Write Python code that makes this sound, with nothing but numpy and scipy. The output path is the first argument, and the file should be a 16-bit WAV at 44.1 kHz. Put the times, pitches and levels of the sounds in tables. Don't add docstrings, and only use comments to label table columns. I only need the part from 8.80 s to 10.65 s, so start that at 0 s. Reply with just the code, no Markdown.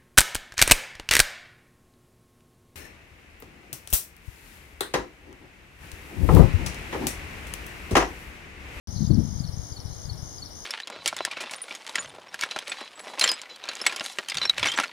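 import sys
import numpy as np
from scipy import signal
from scipy.fft import rfft, irfft
from scipy.io import wavfile
from scipy.ndimage import uniform_filter1d, map_coordinates

SR = 44100
rng = np.random.default_rng(int(sys.argv[2]) if len(sys.argv) > 2 else 0)


def store_pcm(level_fs):
    pcm = np.round(np.clip(level_fs, -1, 1) * 32767).astype(np.int16)
    wavfile.write(sys.argv[1], SR, np.atleast_2d(pcm).T)


def magnitude_from_level(level_db):
    exponent = np.asarray(level_db, float) / 20
    return 10 ** exponent


N = 81585

# t/s of the low whistle, buzz level/dB, notes level/dB, whistle level/dB
WARBLER_PHRASES = [
    (0.3113, -41, -39, -39.5),
    (0.6414, -42.5, -39.5, -39.5),
    (.9680, -42.5, -39.5, -37.5),
    (1.2983, -43, -41.5, -33.5),
    (1.6260, -42, -39, -32.5),
    (1.9550, -41.5, -39, -36),
]
# t/s from the whistle, length/s, start f/Hz, end f/Hz, level/dB
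CLOSING_PIPS = [
    (-.044, .005, 5150, 4600, 4),
    (-.038, .017, 6550, 6850, -3),
    (-.023, .005, 6950, 7350, 1),
    (.008, .004, 4400, 3650, -4),
    (.004, .012, 5750, 5700, -10),
    (.023, .004, 5200, 6100, -4),
    (.032, .005, 6000, 4900, 5),
    (.026, .012, 4650, 4800, -9),
    (.040, .012, 4400, 4350, -8),
]
# t/s, length/s, level/dB, fade/(dB/s)
CHATTER_CALLS = [
    (0.128, 0.16, -43, -94),
    (1.04, 0.14, -55.5, -16),
    (1.627, 0.076, -51, -40),
]
# t/s, level/dB
GUST_LEVEL = [(.075, -39.5), (.15, -41.5), (.23, -29.5), (.275, -44), (.305, -24.5), (.335, -27.5),
              (.36, -31), (.39, -23), (.45, -37.5), (.55, -37.5), (.68, -44.5), (.85, -50), (1.03, -53),
              (1.08, -43), (1.22, -51), (1.33, -43), (1.5, -52.5), (1.85, -55.5)]
# t/s, peak level/dB, f/Hz
WIND_BUFFETS = [(0.093, -25, 109), (0.164, -16.5, 123), (0.209, -13, 150), (0.25, -7.5, 127),
                (0.277, -12.5, 134), (0.313, -0.5, 158), (0.383, -1, 181), (0.4, -7, 177),
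                (0.416, -40, 158), (0.429, -39, 141), (0.452, -12.5, 150), (0.562, -12, 105),
                (0.606, -12, 145), (0.65, -18, 120), (0.695, -16, 83), (0.741, -18.5, 86),
                (0.775, -18, 117), (0.797, -16, 81), (0.923, -21.5, 88), (0.994, -26, 94),
                (1.057, -18, 100), (1.123, -23, 85), (1.166, -27, 91), (1.256, -20.5, 104),
                (1.281, -22, 110), (1.32, -19, 93), (1.387, -34, 84.5), (1.431, -18, 98.5),
                (1.473, -36, 95), (1.635, -33, 132)]
# f/Hz, density level/(dB per Hz)
LEFT_HISS = [(40, -94), (200, -75.5), (800, -78.5), (1300, -86.5), (2200, -92), (4500, -87), (7000, -84.5),
             (16000, -104)]
# f/Hz, density level/(dB per Hz)
RIGHT_HISS = [(40, -75.5), (200, -74), (800, -85), (1300, -88), (2200, -90.5), (4500, -92.5), (8500, -98),
              (16000, -104)]
# f/Hz, sharpness Q
CAMERA_NOTCHES = [(2600, 3.6), (7720, 5.0), (7640, 7.0)]


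def band(x, lo_hz, hi_hz):
    return signal.sosfilt(signal.butter(2, [lo_hz, min(hi_hz, .45 * SR)], "band", fs=SR, output="sos"), x)


def unit(x):
    return x / np.sqrt(np.mean(x ** 2))


def walk(rate_hz):
    k = max(int(SR / rate_hz), 2)
    return unit(uniform_filter1d(uniform_filter1d(rng.standard_normal(N), k), k))


def tone(hz):
    return np.sqrt(2) * np.sin(2 * np.pi * np.cumsum(hz) / SR)


def late(x, delay_s):
    return map_coordinates(x, [np.arange(N) - delay_s * SR], mode="nearest")


def gate(u, start_s, end_s, edge_s):
    return np.clip(np.minimum(u - start_s, end_s - u) / edge_s, 0, 1)


def ports(left_db, right_db):
    return magnitude_from_level(np.array([[left_db], [right_db]]))


def warbler(t):
    lead_start_s, buzz_start_s, buzz_end_s = -0.2594, -.2075, -.042
    arch_rate_hz, strong_share, tick_hz = 58.1, .58, 232.4
    whistle_start_s, whistle_s, whistle_hz, whistle_end_hz = -.014, .022, 4450, 4350
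    high, low = np.zeros(N), np.zeros(N)
    jitter = walk(120)
    wobble_hz = 90 * walk(300)
    uneven_turn = 2 * np.pi * np.cumsum(1 + 0.0695 * walk(128.7)) / SR
    for at, buzz_db, pips_db, whistle_db in WARBLER_PHRASES:
        u = t - at
        cycle = arch_rate_hz * (u - buzz_start_s) % 1
        strong = cycle < strong_share
        along = np.where(strong, cycle / strong_share, (cycle - strong_share) / (1 - strong_share))
        arch = np.sin(np.pi * along ** 1.6) ** 0.55
        tick = 2 * np.pi * tick_hz * (u - buzz_start_s) + .5 * jitter
        rise_db = 4 * np.clip(u - buzz_end_s, -1, 0) / 0.48
        level = magnitude_from_level(buzz_db - 7 * ~strong + 9 * np.cos(tick - 1.5) + rise_db) * arch ** .6
        buzz = tone(4650 + 1850 * arch + wobble_hz)
        high += level * gate(u, buzz_start_s, buzz_end_s, 0.0014) * buzz

        lead = tone(5495 + wobble_hz + 514 * np.sin(tick))
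        lead_level = magnitude_from_level(buzz_db - 5.5 + 6 * np.cos(tick))
        high += lead_level * gate(u, lead_start_s, buzz_start_s, 0.012) * lead

        for start, length, hz0, hz1, db in CLOSING_PIPS:
            p = np.clip((u - start) / length, 0, 1)
            pip = np.sin(np.pi * p) * tone(hz0 + (hz1 - hz0) * p + 0.426 * wobble_hz)
            high += magnitude_from_level(pips_db + db + 2.5 * np.cos(330 * uneven_turn)) * pip

        p = np.clip((u - whistle_start_s) / whistle_s, 0, 1)
        swell = np.sin(np.pi * p ** 2.5)
        low += magnitude_from_level(whistle_db) * swell * tone(whistle_hz + (whistle_end_hz - whistle_hz) * p ** 3)
    high *= magnitude_from_level(0.88 * walk(180))
    return warbler_at_ports(high, -4, -4.5) + warbler_at_ports(low, -11, -4)


def warbler_at_ports(x, wet_db, right_db):
    dipped = x - 0.79 * signal.lfilter(*signal.iirpeak(5400, 4.8, SR), x)
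    direct = np.array([late(x, 0.000204), dipped])
    return (direct + reeds(x, wet_db)) * ports(0, right_db)


def chatterer(t):
    high_hz, low_hz, fall_s, swing_hz, trill_hz, sag_hz_s = 6500, 4450, .028, 350, 92, 3426
    out = np.zeros(N)
    turn = 2 * np.pi * trill_hz * np.cumsum(1 + 0.13 * walk(61.2)) / SR
    for at, length, db, fade_db_s in CHATTER_CALLS:
        u = np.clip(t - at, 0, None)
        fall = np.clip(u / fall_s, 0, 1) ** 1.7
        hz = high_hz + fall * (low_hz - high_hz + swing_hz * np.cos(turn))
        hz = hz + 150 * walk(203) - sag_hz_s * np.minimum(u, length)
        level = magnitude_from_level(db + fade_db_s * u + 3.45 * walk(140))
        out += level * gate(u, 0, length, 0.024) * tone(hz)
    return (out + reeds(out, -3)) * ports(0, -9)


def reeds(x, wet_db):
    t60_s, build_s = .14, 0.0024
    u = np.arange(8000) / SR
    tails = rng.standard_normal((2, len(u))) * magnitude_from_level(-60 * u / t60_s) * np.clip(u / build_s, 0, 1)
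    return np.array([signal.fftconvolve(x, h / np.linalg.norm(h))[:N] * magnitude_from_level(wet_db) for h in tails])


def cricket(t):
    stroke_hz, ring_hz, sweep_hz, width_hz = 64.5, 9900, 296, 560
    turn = 2 * np.pi * np.cumsum(stroke_hz * (1 + 0.0192 * walk(4.4))) / SR
    rasp = band(rng.standard_normal((2, N)), 3, width_hz / 2)
    phase = 2 * np.pi * np.cumsum(ring_hz - sweep_hz * np.sin(turn)) / SR
    ring = rasp[0] * np.cos(phase) + rasp[1] * np.sin(phase)
    throb_db = -57.5 + 2.5 * np.cos(turn) + 0.5 * walk(2.5)
    return unit(band(ring, 9700, 10060)) * magnitude_from_level(throb_db) * ports(0, -22)


def turbulence(gust_db):
    low_hz, top_hz = 63, 227 * np.exp(.03 * (gust_db + 25))
    x = 0
    for hz in 25 * 2 ** np.arange(0, 5.1, .5):
        shape = 1 / np.sqrt(1 + (low_hz / hz) ** 4) / np.sqrt(1 + (hz / top_hz) ** 9)
        x = x + shape * band(rng.standard_normal(N), hz / 1.12, hz * 1.166)
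    steady = x / np.sqrt(uniform_filter1d(x ** 2, size=9000))
    return steady * magnitude_from_level(gust_db + 10 + walk(29.48))


def wind(t):
    gust_db = np.interp(t, *np.transpose(GUST_LEVEL))
    left, right_own = turbulence(gust_db), turbulence(gust_db)
    for at, db, hz in WIND_BUFFETS:
        cycles = (t - at) * hz
        push = np.exp(-(cycles / 0.45) ** 2) * np.cos(2 * np.pi * cycles)
        left = left + magnitude_from_level(db - 1) * push * np.sign(rng.random() - .5)
    return np.array([late(left, .0004), magnitude_from_level(-25) * left + magnitude_from_level(-30) * right_own])


def hiss():
    log_hz = np.log(np.arange(N // 2 + 1) * SR / N + 1)
    out = []
    for curve in (LEFT_HISS, RIGHT_HISS):
        hz, db = np.transpose(curve)
        level = magnitude_from_level(np.interp(log_hz, np.log(hz), db))
        out.append(irfft(rfft(rng.standard_normal(N)) * level, N))
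    return np.array(out) * np.sqrt(SR / 2)


def scene():
    t = np.arange(N) / SR
    return warbler(t) + chatterer(t) + cricket(t) + wind(t) + hiss()


def roll_off(x):
    return signal.sosfilt(signal.butter(12, 15910, fs=SR, output="sos"), x)


def record(dry):
    leak, top_hz, start_s = magnitude_from_level(-34), 15680, .0725
    for hz, q in CAMERA_NOTCHES:
        dry = leak * dry + (1 - leak) * signal.lfilter(*signal.iirnotch(hz, q, SR), dry)
    dry = signal.sosfilt(signal.ellip(10, .2, 60, top_hz, fs=SR, output="sos"), dry)
    mix = dry * (np.arange(N) >= start_s * SR)
    return roll_off(mix)


dry = scene()
out = record(dry)
store_pcm(out)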